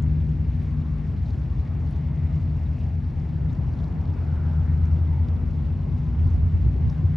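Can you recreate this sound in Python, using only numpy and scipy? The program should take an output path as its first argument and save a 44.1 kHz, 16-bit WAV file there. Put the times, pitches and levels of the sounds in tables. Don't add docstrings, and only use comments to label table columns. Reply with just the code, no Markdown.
import sys
import numpy as np
from scipy import signal
from scipy.fft import irfft
from scipy.io import wavfile
from scipy.ndimage import uniform_filter1d

SR = 44100
rng = np.random.default_rng(int(sys.argv[2]) if len(sys.argv) > 2 else 0)


def transcribe(signal):
    frames = np.atleast_2d(signal).T
    limited = np.clip(frames, -1, 1)
    pcm = np.round(limited * 32767).astype(np.int16)
    wavfile.write(sys.argv[1], SR, pcm)


N = 315800

FIRST_CYCLE_HZ, SECOND_CYCLE_HZ = 5.409, 5.379
FADING_DB = 2.5
WAVE_S, WAVE_HOLD_S = 4.08, 0.4
# pitch in Hz, density in dB per Hz.
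FIZZ_SPECTRUM = [(900, -18.5), (1500, -1), (1950, 5.5), (2500, -0.5), (3300, -6), (4600, -9.5),
                 (6000, -13.5), (7200, -26), (8200, -40.5), (11500, -17), (14000, -31.5)]


def from_db(db):
    return np.exp(np.asarray(db) * (np.log(10) / 20))


def rms_one(x):
    return x / np.sqrt(np.mean(np.abs(x) ** 2) + 1e-20)


def in_time(rows):
    s, *columns = np.transpose(rows)
    return [np.interp(np.arange(N) / SR, s, column) for column in columns]


def at_hz(points, hz):
    points_hz, values = np.array(points).T[:2]
    return np.interp(np.log(hz), np.log(points_hz), values)


def drift(rate_hz):
    r = np.exp(-200 * np.pi * rate_hz / SR)
    sparse = rng.standard_normal(N // 100 + 3002)
    slow = rms_one(signal.lfilter([1], [1, -2 * r, r * r], sparse)[3000:])
    return np.interp(np.arange(N) / 100, np.arange(len(slow)), slow)


def bump(s, length_s):
    out = np.zeros(N)
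    first = max(0, int((s - 5 * length_s) * SR))
    last = min(N, int((s + 5 * length_s) * SR))
    near = np.arange(first, last)
    out[near] = np.exp(-.5 * ((near / SR - s) / length_s) ** 2)
    return out


def lean(x, left_db):
    return x * from_db([[left_db / 2], [-left_db / 2]])


def spread(mid, side, hz):
    # pitch in Hz, likeness from 0 to 1.
    likeness = [(60, 1), (120, 0.86), (200, 0.57), (320, 0.76), (520, 0.065), (750, 0.48), (1130, 0.88),
                (1400, 0.75), (1680, 0.22), (2050, 0.94), (2800, 1), (5500, 1), (6800, 0.36), (11000, 0.23)]
    # pitch in Hz, left minus right in dB.
    left_lean = [(45, 2.5), (90, 4), (150, 2), (450, 2), (800, 0.7), (1500, 1.8), (1900, 4.5), (2700, -0.5)]
    alike = np.clip(at_hz(likeness, hz), 0, .9998)
    opposed = side * np.array([[1], [-1]])
    both = np.sqrt((1 + alike) / 2) * mid + np.sqrt((1 - alike) / 2) * opposed
    return lean(both, at_hz(left_lean, hz))


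def banded_noise(spectrum, patchy_db, flicker_hz):
    edges = 18 * 2 ** (np.arange(30) / 3)
    white = rng.standard_normal((2, 2, N + SR // 4))
    together = drift(flicker_hz / 2) / 2
    out = np.zeros((2, N))
    for k, (low, high) in enumerate(zip(edges, edges[1:])):
        if high < spectrum[0][0] or low > spectrum[-1][0]:
            continue
        band_filter = signal.butter(2, [low, high], "band", fs=SR, output="sos")
        band = signal.sosfilt(band_filter, white[k % 2])[:, -N:]
        hz = np.sqrt(low * high)
        level_db = at_hz(spectrum, hz) + patchy_db * (together + drift(flicker_hz))
        out += spread(*band, hz) * from_db(level_db)
    return rms_one(out)


def rush_band(hz, width_hz):
    band = signal.butter(2, [hz - width_hz / 2, hz + width_hz / 2], "band", fs=SR, output="sos")
    return rms_one(spread(*signal.sosfilt(band, rng.standard_normal((2, N))), hz))


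def ring(clicks, hz, t60):
    r = from_db(-60 / (t60 * SR))
    w = 2 * np.pi * min(hz, SR / 2.5) / SR
    return signal.lfilter([0, np.sin(w)], [1, -2 * r * np.cos(w), r * r], clicks + 1e-18)


def crank(cycle_hz, hunting):
    return 2 * np.pi * np.cumsum(cycle_hz * (1 + hunting * drift(0.87))) / SR


def line(angle, level_db, fading_db):
    wave = np.sin((angle + rng.uniform(0, 2 * np.pi)).astype(np.float32))
    fading = rms_one(from_db(fading_db * drift(0.95)))
    return np.sqrt(2) * wave * from_db(level_db) * fading


def beating(first, second, order, first_db, second_db, in_step_s):
    at, start = int(in_step_s * SR), rng.uniform(0, 2 * np.pi)
    return np.sqrt(2) * sum(from_db(level_db) * np.sin(order * (angle - angle[at]) + start)
                            for angle, level_db in ((first, first_db), (second, second_db)))


def weak_lines(angle):
    # pitch in Hz, relative level in dB.
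    weak_spectrum = [(38, -66), (55, -43), (90, -51), (112, -54), (155, -54), (190, -63.5), (245, -55),
                     (320, -70.5), (440, -66.5)]
    size = 2048
    orders = np.arange(7, 82)
    heights = from_db(at_hz(weak_spectrum, orders * FIRST_CYCLE_HZ))
    partials = np.zeros(size // 2 + 1, complex)
    partials[orders] = heights * np.exp(2j * np.pi * rng.random(len(orders)))
    cycle = irfft(partials) * size / np.sqrt(2)
    return np.interp(angle / (2 * np.pi) % 1, np.arange(size) / size, cycle)


def diesels():
    # multiple of the cycle rate, relative level in dB.
    exhaust_lines = [(8, -52), (10, -45), (11, -36.5), (12, -37), (13, -35.5), (14, -49), (16, -41),
                     (17, -46), (19, -40.5), (20, -46), (22, -50), (23, -36), (24, -44.5), (25, -40.5),
                     (27, -45), (29, -40.5), (30, -50), (32, -50), (33, -49.5), (45, -55), (46, -54),
                     (47, -59), (48, -59), (54, -56.5), (55, -57.5), (59, -61)]
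    # time in seconds, then gain in dB of the boom, drone, high hum and throb.
    carry = [(0, 1, 4.5, 1.5, -1.5), (0.7, -5.5, 5.5, 4, -2.5), (1.3, 0.5, -8.5, -5.5, -1.5),
             (2.1, -0.5, 1, -1, 0.5), (3.05, -1.5, -3, -3, -2.5), (3.7, -6.5, -5, -8, 1),
             (4.5, 4, 0.5, -0.5, -2), (5.1, 5.5, 0, -1, 1), (5.6, 0, -2, 2, -6), (6.4, -4.5, -1, 0.5, 0.5),
             (7.15, -9.5, 3, -1.5, 1.5)]
    # time in seconds, gain in dB.
    deep_carry = [(0, 2), (1.5, 1), (2.5, -5), (3.1, -0.5), (3.7, -1), (4.3, -4), (5.2, 1.5), (7.16, 3)]
    deep_below = 13
    # multiple of the cycle rate, relative level in dB
    # of the first diesel, of the second, time in seconds when they are in step.
    boom_row = (15, -28.5, -38, 4.8)
    drone_row = (28, -41, -34, 2.35)
    high_hum_row = (44, -44, -55, 2.35)
    hum_rows = [(26, -41, -46, 4.55), (31, -45, -50, 3.65), (37, -50.5, -45.5, 3.75),
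                (38, -57, -52.5, 3.85), (39, -60, -56, 3.85)]

    boom_db, drone_db, high_hum_db, throb_db = in_time(carry)
    deep_db, = in_time(deep_carry)
    first = crank(FIRST_CYCLE_HZ, hunting=0.0006)
    second = first * SECOND_CYCLE_HZ / FIRST_CYCLE_HZ
    throb = sum(line(round(k) * first, level_db + (deep_db if k < deep_below else throb_db), FADING_DB)
                for k, level_db in exhaust_lines)
    boom = from_db(boom_db) * beating(first, second, *boom_row)
    drone = from_db(drone_db) * beating(first, second, *drone_row)
    high_hum = from_db(high_hum_db) * beating(first, second, *high_hum_row)
    hums = from_db(-2.73) * sum(beating(first, second, *row) for row in hum_rows)
    return throb + boom + drone + hums + high_hum + from_db(-4.5) * weak_lines(second)


def generators():
    # slower pitch in Hz, its relative level in dB, faster pitch in Hz,
    # its relative level in dB, time in seconds when they are in step.
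    firing_pair = (89.2, -37.5, 90.9, -36.5, 3.56)
    # pitch in Hz, relative level in dB.
    weaker_lines = [(78.4, -44), (158.8, -42.5), (181.8, -53), (219, -55)]
    slow_hz, slow_db, fast_hz, fast_db, in_step_s = firing_pair
    slow = crank(slow_hz, hunting=0.0006)
    firing = beating(slow, slow * fast_hz / slow_hz, 1, slow_db, fast_db, in_step_s)
    weaker = sum(line(crank(hz, hunting=0.001), level_db, FADING_DB) for hz, level_db in weaker_lines)
    return from_db(1.14) * (firing + weaker)


def roar():
    # pitch in Hz, density in dB per Hz.
    roar_spectrum = [(20, -38.5), (35, -11), (52, 0.5), (80, -2), (110, -7), (155, -5.5), (195, -15),
                     (245, -14.5), (330, -20.5), (480, -27.5), (900, -56.5)]
    # time in seconds, relative level in dB.
    roar_curve = [(0, -29.5), (1.2, -33), (2.1, -33.5), (2.9, -34), (3.6, -30.5), (4.5, -30.5), (6, -31),
                  (6.8, -33.5), (7.16, -32)]
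    level_db, = in_time(roar_curve)
    return from_db(level_db - 0.8) * banded_noise(roar_spectrum, patchy_db=1.0, flicker_hz=6.0)


def chop():
    # time in seconds, relative level in dB.
    chop_curve = [(0, -49.5), (0.5, -50.5), (1.7, -49), (2.5, -49), (3.3, -48.5), (3.8, -47), (4.2, -46.5),
                  (4.7, -47), (5.3, -47), (5.9, -49), (6.4, -49), (6.95, -47.5), (7.16, -51)]
    # pitch in Hz, density in dB per Hz.
    wash_spectrum = [(250, -13.5), (420, -3.5), (560, 2.5), (750, 1), (950, -3.5), (1200, -9.5),
                     (1600, -26.5), (2500, -31)]
    crest_db, crest_follows = -67, 6
    wash_db, = in_time(chop_curve)
    wash = from_db(wash_db - 3.5) * banded_noise(wash_spectrum, patchy_db=1.5, flicker_hz=9.3)
    swell_db = crest_follows * (wash_db - wash_db.mean())
    crests = from_db(crest_db + swell_db + 0.92 * drift(1.8))
    return wash + crests * rush_band(hz=850, width_hz=270)


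def lapping():
    # pitch in Hz, density in dB per Hz.
    lapping_spectrum = [(700, -13.5), (1050, -8.5), (1250, 4.5), (1470, 3.5), (1680, 3.5), (1900, -13),
                        (2800, -40)]
    before_db, after_db = -62.5, -61
    level_db, = in_time([(WAVE_S, before_db), (WAVE_S + WAVE_HOLD_S, after_db)])
    return from_db(level_db) * banded_noise(lapping_spectrum, patchy_db=2.0, flicker_hz=2.1)


def droplets(per_s, spread_db):
    signs = rng.choice([-1, 1], N)
    sizes = from_db(spread_db * np.minimum(rng.exponential(1, N), 3)) * signs
    born = rng.random(N) < per_s * from_db(2.5 * drift(4.0)) / SR
    pitches, cycles = np.geomspace(2400, 7000, 16), 14
    dealt = rng.integers(0, len(pitches), N)
    return rms_one(sum(ring(sizes * born * (dealt == k), hz, cycles / hz) * from_db(at_hz(FIZZ_SPECTRUM, hz) / 2)
                       for k, hz in enumerate(pitches)))


def fizz():
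    hiss = banded_noise(FIZZ_SPECTRUM, patchy_db=.8, flicker_hz=10.0)
    drops = from_db(-8.5) * droplets(per_s=720, spread_db=5.5)
    level_db = -61.5 + 0.5 * drift(9.8)
    return from_db(level_db) * (hiss + drops)


def foam():
    # centre in seconds, half length in seconds, level in dB at the height.
    wavelets = [(0.63, 0.037, -72), (1.305, 0.067, -67.5), (1.585, .05, -73), (1.907, 0.063, -66),
                (2.38, 0.062, -72.5), (2.83, 0.08, -71), (3.54, .04, -76), (3.83, 0.06, -68.5),
                (5.55, .05, -72), (6.28, 0.08, -68.5)]
    # pitch in Hz, density in dB per Hz.
    foam_spectrum = [(2000, -12.5), (3200, -4), (4500, -2), (6000, -9), (7200, -12), (8500, -28),
                     (11500, -17)]
    breaking = sum(from_db(level_db) * bump(s, length_s) for s, length_s, level_db in wavelets)
    return breaking * banded_noise(foam_spectrum, patchy_db=6.0, flicker_hz=130.0)


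def small_splashes():
    per_s, mean_db, middle_hz, cycles = 3, -56.5, 4600, 8
    chance = rng.uniform(-1, 1, (64, 3))
    rows = [((when + 1) / 2 * N / SR, mean_db + 3.0 * strength, middle_hz * 2 ** (.45 * pitch), cycles)
            for when, strength, pitch in chance]
    return rows[:round(per_s * N / SR)]


def splashes(scatter_s, spray_db, slap_db, count):
    # start in seconds, relative level in dB, pitch in Hz, cycles rung until 60 dB down.
    loud_splashes = [(0.024, -46, 7000, 21), (0.293, -52, 5560, 11), (0.632, -52, 10500, 18),
                     (0.786, -54, 5200, 11), (0.82, -48, 3900, 14), (0.884, -50, 4800, 7),
                     (0.984, -48.5, 5200, 6), (1.284, -50, 4600, 16), (1.308, -43, 4800, 7.9),
                     (2.81, -59, 9900, 18), (2.822, -46, 3000, 12), (3.2, -47, 5200, 11),
                     (3.503, -44, 3970, 9), (3.53, -48, 6600, 15), (3.738, -51, 4700, 26),
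                     (3.79, -43, 3770, 10), (3.842, -47, 4800, 17), (4.055, -42, 4300, 6),
                     (4.077, -46.5, 3900, 8), (4.14, -50.5, 5350, 18), (4.856, -46, 5850, 11),
                     (5.14, -52, 10800, 18), (5.286, -38, 4200, 4.9), (5.672, -47.5, 4430, 9.6),
                     (6.335, -52, 5950, 14), (6.896, -44, 3700, 12), (6.9, -41, 5400, 23),
                     (6.903, -50, 5200, 8)]
    size = SR // 10
    out = np.zeros(N + SR)
    for s, peak_db, hz, cycles in list(loud_splashes) + small_splashes():
        start = round(s * SR)
        for k, (when, pitch, strength) in enumerate(rng.standard_normal((count, 3))):
            small = k > 0
            delay = min(int(small * abs(when) * scatter_s * SR), size - 1)
            click = np.zeros(size)
            click[delay] = from_db(peak_db + small * (spray_db + 2 * strength))
            drop_hz = hz * 2 ** (small * pitch * 0.13)
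            out[start:start + size] += ring(click, drop_hz, cycles / drop_hz) + from_db(slap_db) * click
    return signal.sosfilt(signal.butter(2, [2400, 11000], "band", fs=SR, output="sos"), out[:N])


def wind():
    # pitch in Hz, density in dB per Hz.
    buffet_spectrum = [(20, -27.5), (35, -11.5), (55, 6), (82, 11.5), (115, -7.5), (170, -12.5),
                       (300, -35.5), (700, -53.5)]
    # time in seconds, level in dB.
    breeze_curve = [(0, -47), (1.3, -35), (1.9, -44), (2.4, -40), (3, -45.5), (4.6, -42.5), (5.2, -33.5),
                    (5.8, -35.5), (6.45, -24.5), (7.16, -31)]
    # centre in seconds, level in dB added at the height.
    thumps = [(6.2, -21), (6.248, -15), (6.355, -25.5), (6.455, -23), (6.56, -19.5), (6.655, -17.5),
              (6.868, -18), (7.052, -24)]
    breeze_db, = in_time(breeze_curve)
    eddies = banded_noise(buffet_spectrum, patchy_db=1.0, flicker_hz=8.3)
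    power = uniform_filter1d(np.mean(eddies ** 2, axis=0), SR // 14)
    eddies = eddies / np.sqrt(power + 1e-6)
    force = from_db(breeze_db) + sum(from_db(level_db) * bump(s, length_s=0.02) for s, level_db in thumps)
    return lean(force * eddies, left_db=-3.5)


def swells():
    # centre in seconds, half length in seconds, level in dB at the height, pitch in Hz.
    swell_rows = [(0.862, 0.16, -58.5, 1090), (1.705, 0.12, -63.5, 1176), (1.951, 0.1, -56.5, 853),
                  (2.167, 0.25, -63.5, 2000), (2.194, 0.43, -61, 636), (2.807, 0.074, -67, 2620),
                  (4.699, 0.039, -60.5, 1920), (5.154, 0.07, -55, 920), (5.15, 0.11, -63, 2060),
                  (5.4, 0.35, -59, 466), (5.944, 0.38, -61, 1026), (6.961, 0.23, -62, 1054)]
    width = 0.15
    return sum(from_db(level_db) * bump(s, length_s) * rush_band(hz, width * hz)
               for s, length_s, level_db, hz in swell_rows)


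def bubbles(attack_s, t60, rise_per_s):
    # start in seconds, relative level in dB, starting pitch in Hz.
    pings = [(1.57, -60, 3500), (2.655, -55.5, 3840), (3.488, -56, 3640), (6.92, -57, 3800)]
    out, t = np.zeros(N + SR), np.arange(SR // 8) / SR
    envelope = (1 - np.exp(-t / attack_s)) * from_db(-60 * t / t60)
    for s, level_db, hz in pings:
        start = round(s * SR)
        wave = np.sin(2 * np.pi * hz * t * (1 + rise_per_s * t / 2))
        out[start:start + len(t)] += from_db(level_db) * envelope * wave
    return out[:N]


def near_wave():
    attack_s, release_s = 0.12, 0.61
    corners = WAVE_S + np.cumsum([0, attack_s, WAVE_HOLD_S, release_s])
    shape = np.interp(np.arange(N) / SR, corners, [0, 1, 1, 0])
    return from_db(-57) * shape * rush_band(hz=1400, width_hz=340)


def flutters(width_hz):
    # centre in seconds, half length in seconds, level in dB at the height, pitch in Hz.
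    flutter_rows = [(5.92, 0.021, -49.5, 320), (6.424, 0.016, -50.5, 393), (6.766, 0.0068, -40, 396),
                    (6.806, 0.021, -38.5, 295), (7.042, 0.011, -42, 330)]
    return sum(from_db(level_db) * bump(s, length_s) * rush_band(hz, width_hz)
               for s, length_s, level_db, hz in flutter_rows)


def scene():
    ship = lean(diesels() + generators(), left_db=2.0) + roar()
    spray = splashes(scatter_s=0.004, spray_db=-14.0, slap_db=-8.5, count=3)
    pings = bubbles(attack_s=0.0048, t60=0.081, rise_per_s=0.44)
    water = chop() + lapping() + fizz() + foam() + near_wave() + spray + pings
    return ship + water + wind() + flutters(width_hz=78) + swells()


def record(dry):
    run_in = SR // 10
    sound = np.pad(dry, ((0, 0), (run_in, 0)), mode="reflect")
    heard = signal.sosfilt(signal.butter(2, 28, "high", fs=SR, output="sos"), sound)
    return signal.sosfilt(signal.butter(12, 12500, fs=SR, output="sos"), heard)[:, run_in:]


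dry = scene()
out = record(dry)
transcribe(out)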